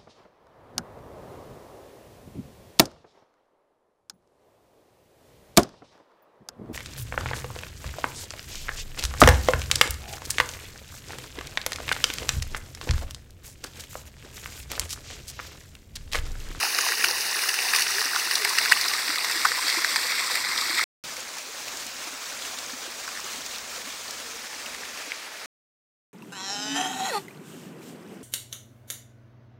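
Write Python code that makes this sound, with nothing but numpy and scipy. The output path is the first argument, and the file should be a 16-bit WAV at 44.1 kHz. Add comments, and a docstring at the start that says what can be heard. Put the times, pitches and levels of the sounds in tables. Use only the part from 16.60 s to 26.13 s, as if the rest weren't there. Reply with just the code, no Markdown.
"""A fountain jet falls back into its stone basin in a park. First it is heard from near while the
microphone turns away: noise for the hiss, damped sines for drops, plops, splashes and low glugs, and a few
soft hoots from wavering sines. After a short silence it is heard from far off beside a house wall: softer,
without the random stray plops, with one more hoot. A low rumble of filtered noise lies under both parts."""
import sys
import numpy as np
from scipy import signal
from scipy.fft import rfft, irfft
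from scipy.io import wavfile
from scipy.ndimage import uniform_filter1d, map_coordinates

SR = 44100
rng = np.random.default_rng(int(sys.argv[2]) if len(sys.argv) > 2 else 0)


def store_wav(level_fs):
    """Save 16-bit WAV to argv[1]."""
    pcm = np.round(np.clip(np.atleast_2d(level_fs), -1, 1) * 32767)
    wavfile.write(sys.argv[1], SR, pcm.T.astype(np.int16))


def gain_from_decibels(decibels):
    """Convert decibel values to linear amplitude factors."""
    exponent = np.asarray(decibels, float) / 20
    return 10 ** exponent


N = 420273

# The near part, then the far part. Each row: start in seconds, end in seconds.
PARTS = [(0, 4.2408), (4.4381, 8.8597)]
# How far the microphone is turned away. Each row: time in seconds, turn from 0 (facing) to 1 (away).
TURN = [(0, 0), (1, 0.26), (2, 0.51), (3, 0.81), (4.24, 0.94), (4.44, 0.4), (6, 0.34), (7.5, 0.31),
        (8.1, 0.6), (8.86, 0.86)]
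# Loudness of the steady fall, near and far. Each row: time in seconds, level in dB.
NEAR_LEVEL = [(0.1, -26.5), (0.41, -26), (0.53, -26.5), (0.91, -27), (1.04, -26), (1.51, -27), (2.18, -26),
              (2.57, -28), (2.85, -26), (3.71, -27), (4.05, -28), (4.24, -27)]
FAR_LEVEL = [(4.44, -36.5), (4.96, -36.5), (5.47, -35.5), (7.86, -37.5), (8.26, -37), (8.6, -38.5)]
# Colour of the water with the microphone facing it or turned away.
# Each row: frequency in Hz, relative strength per Hz in dB.
NEAR_FACING = [(120, -45.5), (200, -36.5), (407, -4), (585, -17.5), (742, -4.5), (1280, -8), (1880, 5.5),
               (2130, -2.5), (2800, 2.5), (3240, -7), (4840, 0), (6830, -2.5), (7480, -9.5), (10400, -6),
               (15500, -12)]
NEAR_TURNED = [(120, -49.5), (200, -20), (327, -15.5), (641, -16), (812, -12.5), (1170, -5.5), (1620, -6.5),
               (2090, 2.5), (2960, -7.5), (4750, -2), (6470, -8.5), (8050, -8.5), (9660, -15),
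               (12700, -19.5), (15500, -24.5)]
FAR_FACING = [(120, -46.5), (200, -6), (258, -7.5), (414, -10), (462, -5), (1190, -2), (1480, -2.5),
              (1980, -6), (2420, -2.5), (2800, -4), (6710, -0.5), (9480, -10), (11000, -17.5),
              (15500, -11.5)]
FAR_TURNED = [(120, -49), (200, -16.5), (293, -5.5), (378, -13.5), (454, -4), (783, -7.5), (1620, -2),
              (1710, 0.5), (2420, -3), (3010, -8), (4580, -7.5), (5200, -7.5), (9830, -17), (15500, -25.5)]
# Cancellations at the microphone housing, which move as it turns.
# Each row: centre when facing in Hz, centre when turned in Hz, half-width in Hz, depth in dB.
NOTCHES = [(2080, 2680, 280, -3.5), (3310, 2945, 145, -9.5), (7300, 6360, 500, -7.5),
           (12500, 10100, 560, -8.5)]
# Drops against hiss, before scaling for near or far. Each row: frequency in Hz, share of the power from 0 to 1.
DROP_SHARE = [(100, 0.4), (500, 0.31), (1500, 0.54), (4000, 0.31), (12000, 0.2)]
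# The heaviest splashes. Each row: start in seconds, strength in dB, pitch in Hz,
# spray relative to the strength in dB, slap relative to the strength in dB.
SPLASHES = [(0.029, -9, 2350, -28, 10.5), (0.148, -5.5, 4710, -36, -8), (0.186, -6, 2180, -15.5, 4.5),
            (0.208, -13, 6790, -24, -7), (0.264, -14.5, 2480, -27, 14), (0.288, -8.5, 1787, -33, -2),
            (0.321, -8, 1810, -32, -17), (0.441, -5.5, 1500, -18, -3.5), (0.4435, -7.5, 2000, -23.5, -11.5),
            (0.445, -0.5, 2620, -23, -8), (0.485, -7.5, 4670, -17, 3), (0.511, -8, 4920, -21.5, -1),
            (0.837, -9.5, 2000, -19.5, -16), (0.89, -13.5, 1950, -9.5, -23), (0.942, -13, 1840, -8.5, -8),
            (0.989, -6.5, 2600, -28, -10), (1.027, -15.5, 5500, -16.5, -15), (1.135, -5, 1695, -26.5, -14),
            (1.149, -8.5, 2000, -10, 3), (1.162, -7.5, 4500, -11.5, -10), (1.186, -10.5, 2000, -16.5, -6),
            (1.195, -8, 4620, -13, 3), (1.208, -9, 8500, -16.5, -19), (1.222, -5, 4575, -14, -8),
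            (1.383, -11, 1720, -20.5, -2), (1.408, -13, 3990, -26, -20), (1.415, -12.5, 1780, -22, 5.5),
            (1.56, -8, 1497, -24, 11), (1.712, -10.5, 1740, -12, 2), (1.755, -1.5, 4470, -17.5, -12),
            (1.849, -4, 2135, -13, 2), (1.985, -8.5, 1670, -11.5, -11), (2.015, -14, 2010, -18, 7),
            (2.058, -8.5, 1708, -15, -2), (2.096, -9.5, 4950, -31, -25), (2.116, -8, 1910, -16.5, 10),
            (2.119, -6, 1610, -18, 5), (2.123, -3.5, 1840, -19.5, -16), (2.213, -4, 5300, -25.5, -25),
            (2.283, -8, 5080, -15.5, -19), (2.336, -11, 2000, -19, 3), (2.558, -8.5, 2070, -16, -11),
            (2.584, -7.5, 3900, -20, -2), (2.646, -11, 2040, -23.5, 9), (2.698, -14, 1850, -17, -19),
            (2.713, -13, 1900, -19.5, -3), (2.85, -3.5, 1200, -24.5, -5), (2.8528, -2, 1390, -23.5, -3),
            (2.857, -11, 1700, -21.5, -12), (2.918, -8.5, 1900, -24.5, 2), (3.1, -10.5, 4200, -20.5, -17),
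            (3.246, -4, 1880, -18.5, 0), (3.36, -8, 1830, -11.5, 4.5), (3.712, -13, 2000, -17, -14),
            (3.755, -8.5, 2290, -16, -15), (3.849, -16, 2000, -21.5, 8.5), (3.916, -16.5, 2120, -20.5, -8),
            (3.977, -11, 4720, -21, -10), (4.012, -12.5, 4290, -19.5, -15),
            (4.102, -14.5, 5010, -21.5, -15), (4.145, -20, 2110, -13.5, -10),
            (4.193, -12.5, 1380, -21.5, -8), (4.567, -22.5, 2170, -14, -9), (4.77, -24, 5200, -16, 12),
            (4.785, -24.5, 6005, -10, -10), (5.083, -24.5, 5500, -14.5, -15),
            (5.172, -21.5, 6500, -17, -15), (5.267, -21.5, 7000, -14.5, -15),
            (5.823, -20, 3380, -31.5, -13), (5.987, -19, 3800, -18, -15), (6.478, -21, 1440, -13.5, 9.5),
            (6.49, -24, 2600, -21, 8), (6.552, -24.5, 1700, -20, -8), (6.563, -25, 1800, -26.5, -8),
            (6.574, -23, 1770, -26, -8), (6.584, -25, 1630, -25, -8), (6.594, -25.5, 1060, -18, -3),
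            (6.602, -23.5, 5070, -14, -15), (6.664, -26, 1180, -25, -6), (6.863, -18, 6310, -30, -19),
            (6.949, -25.5, 3900, -22, -11), (6.96, -23, 3700, -23.5, -11), (6.984, -19.5, 5290, -23, -6),
            (7.509, -14, 5480, -20, -16), (8.061, -20.5, 2860, -17, -8), (8.134, -26, 1970, -20, -12),
            (8.147, -23, 1800, -17.5, 7), (8.234, -23, 1740, -24, -16), (8.254, -27.5, 2130, -22, -7),
            (8.375, -22, 2500, -21, -10), (8.4, -33, 1300, -26, -9), (8.419, -27.5, 1300, -29, -9),
            (8.519, -12, 2220, -43, -22)]
# Clear ringing bubbles, some within a splash and some between splashes.
# Each row: start in seconds, strength in dB, pitch in Hz.
PLOPS = [(0.014, -26, 1060), (0.049, -28, 890), (0.053, -23.0, 1421), (0.069, -30.0, 810),
         (0.188, -17, 1570), (0.188, -12, 6546), (0.21, -10, 6600), (0.322, -27, 6847), (0.33, -20, 2350),
         (0.411, -16, 1808), (0.424, -15, 2400), (0.442, -23, 6330), (0.512, -16.0, 4800),
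         (0.89, -16, 1860), (0.892, -12, 2680), (1.085, -17, 2540), (1.134, -19.0, 4478),
         (1.137, -13, 2460), (1.156, -26, 1205), (1.171, -16, 4134), (1.197, -23, 4100), (1.208, -14, 6287),
         (1.225, -19.0, 2600), (1.281, -13, 5370), (1.407, -20, 4091), (1.414, -24, 1162),
         (1.533, -19.5, 1530), (1.559, -20, 1162), (1.597, -21, 2540), (1.712, -13, 4823),
         (1.755, -8, 5500), (1.77, -27, 1110), (1.792, -26, 6976), (1.846, -19.0, 4780), (1.85, -19, 3940),
         (1.903, -28, 1076), (1.909, -25.5, 980), (1.986, -8, 2700), (2.052, -15, 4263),
         (2.058, -18.0, 2560), (2.059, -24.0, 6330), (2.097, -18, 5469), (2.119, -21, 5470),
         (2.121, 0.5, 1804), (2.122, -6.5, 4260), (2.13, -9, 2627), (2.137, -27, 3220),
         (2.163, -27.0, 1088), (2.171, -18, 2000), (2.173, -16, 2840), (2.213, -15.0, 4860),
         (2.241, -15, 3789), (2.261, -28, 1270), (2.284, -12, 5300), (2.314, -18, 2799),
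         (2.337, -20.0, 3850), (2.348, -25.0, 1162), (2.382, -23.0, 2170), (2.575, -24, 1190),
         (2.591, -20, 2282), (2.647, -19, 5297), (2.853, -29, 3760), (2.874, -15, 5770),
         (2.989, -24.5, 954), (3.068, -28.0, 3402), (3.082, -18, 3140), (3.082, -17.0, 4435),
         (3.083, -17.0, 5081), (3.182, -25, 1000), (3.354, -15, 5770), (3.36, -21, 3962),
         (3.518, -20, 5555), (3.959, -25.0, 1205), (3.979, -20.0, 5383), (4.02, -23.0, 1200),
         (4.201, -24.0, 1550), (4.605, -23, 6890), (5.081, -31, 2454), (5.775, -26, 6847),
         (5.834, -31.0, 3229), (5.85, -29, 2660), (5.974, -27, 3531), (6.063, -23, 6287),
         (6.122, -26, 6115), (6.644, -23, 6373), (7.481, -28, 4392), (7.947, -32, 5211), (8.064, -30, 2540),
         (8.147, -34.0, 2971), (8.519, -29.0, 3316)]
# The biggest bubbles. Each row: start in seconds, strength in dB, pitch in Hz.
GLUGS = [(0.432, -34, 334), (0.505, -31.5, 496), (2.489, -29, 295), (2.755, -31, 330), (2.91, -33, 476),
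         (3.17, -26, 331), (3.445, -34, 490), (4.096, -31, 316), (4.135, -32, 352), (4.576, -35.5, 510),
         (6.128, -31, 253), (6.733, -37, 241), (6.78, -36, 269), (7.176, -35, 510), (8.468, -37, 286)]
# Low soft notes, perhaps a distant bird.
# Each row: start in seconds, length in seconds, strength in dB, pitch in Hz.
HOOTS = [(0.134, 0.088, -46, 400), (1.328, 0.096, -40, 405), (1.804, .1, -38, 411), (7.635, 0.15, -46, 458)]
# Colour of the rumble. Each row: frequency in Hz, relative strength per Hz in dB.
RUMBLE = [(15, -53.5), (25, -17.5), (54, -4.5), (91, -8), (146, -8), (177, -9.5), (260, 0), (340, -30),
          (570, -120)]

SLUG_S, SLAP_HZ = 0.0065, 1026  # time scale of the break-up, middle pitch of the slap
SPRAY_RISE_S, SPRAY_T60_S = 0.0078, 0.02  # times for a 60 dB rise and a 60 dB fall
SNAP_DETUNE, SNAP_SIZE = 1.8, 0.4  # the snap's place on the pitch and size scales of a volley
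SMALL_OVER_DB, SMALL_SPREAD_DB = 2, 5  # lesser splashes: least strength over the fall, range
SMALL_SPRAY_DB, SMALL_SLAP_DB = -17, -11  # relative to their strength
SMALL_LOW_HZ, SMALL_HIGH_HZ = 2000, 4740  # they ring around one of two pitches
PLOP_SWELL_CYCLES, PLOP_RING_CYCLES = 3.3, 26  # cycles to full swell, cycles for a 60 dB fall
STRAY_OVER_DB, STRAY_SPREAD_DB = -6.5, 5.5  # random plops: least strength against the fall, range
STRAY_LOW_HZ, STRAY_HIGH_HZ = 952, 2907
GLUG_T60_S = 0.076  # time for a 60 dB fall
LESSER_DB, LESSER_SPREAD_DB = -35.5, -2.5  # random glugs: greatest strength, range downwards
LESSER_LOW_HZ, LESSER_HIGH_HZ = 264, 542
RUMBLE_DB, RUMBLE_FAR_DB = -61.5, -1.5  # level before the swell; the house wall shelters the far spot


def unit(x):
    """Scales a sound to an average (rms) strength of 1."""
    return x / np.sqrt(np.mean(np.abs(x) ** 2) + 1e-20)


def along(points, hz):
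    """Reads a curve of (Hz, value) points along a logarithmic frequency axis."""
    f, v = np.transpose(points)
    return np.interp(np.log(hz + 1), np.log(f + 1), v)


def wobble(rate):
    """Draws a smooth random curve through a given number of random points a second."""
    points = rng.standard_normal(int(N * rate / SR) + 4)
    return map_coordinates(points, [np.arange(N) * rate / SR])


def passed(x, hz, kind):
    """Filters out what lies beyond a corner frequency (third-order Butterworth)."""
    return signal.sosfilt(signal.butter(3, hz, kind, fs=SR, output="sos"), x)


def flat(z):
    """Evens out a short-time spectrum to about the same mean power at every frequency."""
    power = np.mean(np.abs(z) ** 2, 1)
    return z / np.sqrt(uniform_filter1d(power, size=5))[:, None]


def bubbles(s, hz, t60, size, rise, span, swell_cycles=2):
    """Adds damped sines that swell over a few cycles and climb in pitch as each bubble nears the surface."""
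    t = np.arange(span) / SR
    hz = hz[:, None]
    age = t / t60[:, None]
    swell = np.sin(np.pi / 2 * np.minimum(hz * t / swell_cycles, 1)) ** 2
    tone = np.sin(2 * np.pi * hz * t * (1 + rise * np.minimum(age, 1)))
    wave = size[:, None] * swell * gain_from_decibels(-60 * age) * tone
    at = np.clip(np.round(s * SR).astype(int), 0, N)[:, None] + np.arange(span)
    return np.bincount(at.ravel(), wave.ravel(), N + span)[:N]


def fall(facing, turned, notches, granular):
    """The steady fall at rms 1: hiss and drops, coloured by the way the microphone points."""
    hiss = rng.standard_normal(N) * gain_from_decibels(0.9 * wobble(13) + 0.77 * wobble(60))
    hz, t, smooth = signal.stft(hiss, SR, nperseg=512)
    patter = drops(count=22000, cycles=9.2, spread_db=6.0)
    grains = signal.stft(patter, SR, nperseg=512)[2]
    share = np.clip(granular * along(DROP_SHARE, hz), 0, 1)[:, None]
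    water = np.sqrt(1 - share) * flat(smooth) + np.sqrt(share) * flat(grains)
    # random flicker, smoothed over neighbouring frequencies and moments
    flicker = uniform_filter1d(rng.standard_normal(water.shape), size=6, axis=0)
    flicker = uniform_filter1d(flicker, size=5, axis=1)
    turn = turned_away(t)
    colour_db = np.outer(along(facing, hz), 1 - turn) + np.outer(along(turned, hz), turn)
    colour = gain_from_decibels(colour_db + housing_db(hz, t, notches))
    colour /= np.sqrt(np.mean(colour ** 2, 0))  # turning changes the colour, the level curve the loudness
    out = signal.istft(water * colour * gain_from_decibels(1.2 * unit(flicker)), SR, nperseg=512)[1][:N]
    return unit(out)


def drops(count, cycles, spread_db):
    """Random drops of every size, each ringing a few cycles; their strength gathers in clumps."""
    when, pitch, size = rng.random((count, 3)).T
    hz = 300 * 50 ** pitch
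    size_db = np.minimum(-spread_db * np.log(1 - size), 10)  # many small drops, few big ones
    patter = bubbles(when * N / SR, hz, cycles / hz, gain_from_decibels(size_db), rise=0.28, span=200)
    return patter * gain_from_decibels(0.6 * wobble(9) + 1.1 * wobble(35) + 2.2 * wobble(120))


def fall_db(t):
    """Level of the fall at time t, near in the first part and far in the second."""
    return np.interp(t, *np.transpose(NEAR_LEVEL + FAR_LEVEL))


def turned_away(t):
    """How far the microphone is turned away at time t, from 0 to 1."""
    return np.clip(np.interp(t, *np.transpose(TURN)), 0, 1)


def housing_db(hz, t, notches):
    """Gain of the housing's cancellations, whose centres slide as the microphone turns."""
    turn = turned_away(t)
    total_db = 0
    for facing_hz, turned_hz, width, depth_db in notches:
        centre = facing_hz + (turned_hz - facing_hz) * turn
        total_db = total_db + depth_db / (1 + ((hz[:, None] - centre) / width) ** 2)
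    return total_db


def housed(x):
    """Passes a sound of the near part through the same cancellations as the fall."""
    hz, t, z = signal.stft(x, SR, nperseg=256)
    gain_db = housing_db(hz, t, NOTCHES) * (t < PARTS[0][1])
    return signal.istft(z * gain_from_decibels(gain_db), SR, nperseg=256)[1][:N]


def splashes(water, rows, count):
    """Slugs of water break up on landing: bubbles near one pitch, a slap, and fine fall flaring as spray."""
    s, db, hz, spray_db, slap_db = np.repeat(rows, count, 0).T
    late, detune, size = rng.random((len(s), 3)).T
    late = 1.6 * late - 0.45  # some water arrives ahead of the slug
    # the slug's own bubble is the biggest (a lower size value is louder)
    late[::count], detune[::count], size[::count] = 0, 0.5, -1.3
    # a small bright bubble snaps off with it
    late[1::count], detune[1::count], size[1::count] = 0.03, SNAP_DETUNE, SNAP_SIZE
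    deep = np.arange(len(s)) % count > 5  # the last bubbles of each volley make the slap
    pitch = np.where(deep, SLAP_HZ, hz) * 1.345 ** (2 * detune - 1)
    peak_db = db - 1.87 + deep * slap_db - 7 * np.abs(late) - 6 * size
    t60 = np.where(deep, 8, 13) / pitch
    volley = bubbles(s + late * SLUG_S, pitch, t60, gain_from_decibels(peak_db), rise=0.03, span=900, swell_cycles=2.27)
    ringing = passed(passed(housed(volley), 640, "high"), 640, "high")

    t = np.arange(-400, 1500) / SR
    shape = gain_from_decibels(-60 * np.where(t < 0, -t / SPRAY_RISE_S, t / SPRAY_T60_S))
    at = np.round(rows[:, 0] * SR).astype(int)
    starts = np.bincount(at, gain_from_decibels(rows[:, 1] + rows[:, 3]), N + 1)
    flare = signal.fftconvolve(starts, shape)[400:400 + N]  # skip the 400 samples of rise
    return ringing + flare * unit(passed(water, 1300, "high"))


def small_splashes(count):
    """Rows for lesser slugs that land at random, a little above the steady fall."""
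    when, size, kind, detune = rng.random((count, 4)).T
    s = when * N / SR
    db = fall_db(s) + SMALL_OVER_DB + SMALL_SPREAD_DB * size
    hz = np.where(kind < 0.55, SMALL_LOW_HZ, SMALL_HIGH_HZ) * 1.35 ** (2 * detune - 1)
    return np.transpose([s, db, hz, np.full(count, SMALL_SPRAY_DB), np.full(count, SMALL_SLAP_DB)])


def plops(count):
    """Clear bubbles, within and between splashes, ring for more cycles; random ones reach only the near spot."""
    when, size, pitch = rng.random((count, 3)).T
    when = when * PARTS[0][1]
    stray_db = fall_db(when) + STRAY_OVER_DB + STRAY_SPREAD_DB * size
    stray_hz = STRAY_LOW_HZ * (STRAY_HIGH_HZ / STRAY_LOW_HZ) ** pitch
    s, db, hz = np.hstack([np.transpose(PLOPS), [when, stray_db, stray_hz]])
    lost_db = 60 * PLOP_SWELL_CYCLES / PLOP_RING_CYCLES  # make up for what dies away during the swell
    ringing = bubbles(s, hz, PLOP_RING_CYCLES / hz, gain_from_decibels(db + lost_db), rise=0.11, span=1600,
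                      swell_cycles=PLOP_SWELL_CYCLES)
    return housed(ringing)


def glugs(count):
    """Large pockets of air ring low under the surface: the biggest, and lesser ones at random."""
    when, size, pitch = rng.random((count, 3)).T
    lesser_db = LESSER_DB + LESSER_SPREAD_DB * size
    lesser_hz = LESSER_LOW_HZ * (LESSER_HIGH_HZ / LESSER_LOW_HZ) ** pitch
    s, db, hz = np.hstack([np.transpose(GLUGS), [when * N / SR, lesser_db, lesser_hz]])
    ringing = bubbles(s, hz, np.full(len(s), GLUG_T60_S), gain_from_decibels(db), rise=0.056, span=6000)
    return passed(ringing, 169.4, "high")


def hoots():
    """Each note is a sine that swells and fades on a wavering, husky pitch."""
    t = np.arange(N) / SR
    waver, husk = 1.9 * wobble(35), gain_from_decibels(2.6 * wobble(45))
    notes = np.zeros(N)
    for s, length, db, hz in HOOTS:
        swell = np.sin(np.pi * np.clip((t - s) / length, 0, 1)) ** 0.7
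        notes += gain_from_decibels(db) * swell * np.sin(2 * np.pi * hz * t + waver)
    return husk * notes


def park():
    """Low rumble of the air and distant town: coloured noise, swelling a little."""
    hz, t, z = signal.stft(rng.standard_normal(N), SR, nperseg=4096)
    rumble = signal.istft(z * gain_from_decibels(along(RUMBLE, hz))[:, None], SR, nperseg=4096)[1][:N]
    is_far = np.arange(N) > PARTS[0][1] * SR
    swell_db = 3 * wobble(4.3)
    return gain_from_decibels(RUMBLE_DB + RUMBLE_FAR_DB * is_far + swell_db) * unit(rumble)


def scene():
    """Near fall in the first part, far fall in the second, with all the other sounds added."""
    t = np.arange(N) / SR
    near = fall(NEAR_FACING, NEAR_TURNED, NOTCHES, granular=1.19)
    far = fall(FAR_FACING, FAR_TURNED, [], granular=0.446)
    water = np.where(t < PARTS[0][1], near, far)
    slugs = np.vstack([SPLASHES, small_splashes(count=130)])
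    mix = gain_from_decibels(fall_db(t)) * water + splashes(water, slugs, count=9)
    mix = mix + plops(count=400) + glugs(count=14) + hoots() + park()
    return mix[None]


def top_cut(x):
    """Nothing passes above the cut-off."""
    return signal.sosfilt(signal.butter(12, 16530, fs=SR, output="sos"), x)


def record(dry):
    """Soft overload, a treble limit, and hard cuts to silence around the two parts."""
    t = np.arange(N) / SR
    running = sum((t >= a) & (t < b) for a, b in PARTS)
    dry = dry / (1 + np.abs(dry / 1.05) ** 6) ** (1 / 6)  # the loudest peaks round off near full scale
    spectrum = rfft(dry * running)
    heard = irfft(spectrum * (np.fft.rfftfreq(N, 1 / SR) < 15800), N)  # nothing from 15800 Hz up
    return top_cut(heard * running)


dry = scene()
out = record(dry)
store_wav(out)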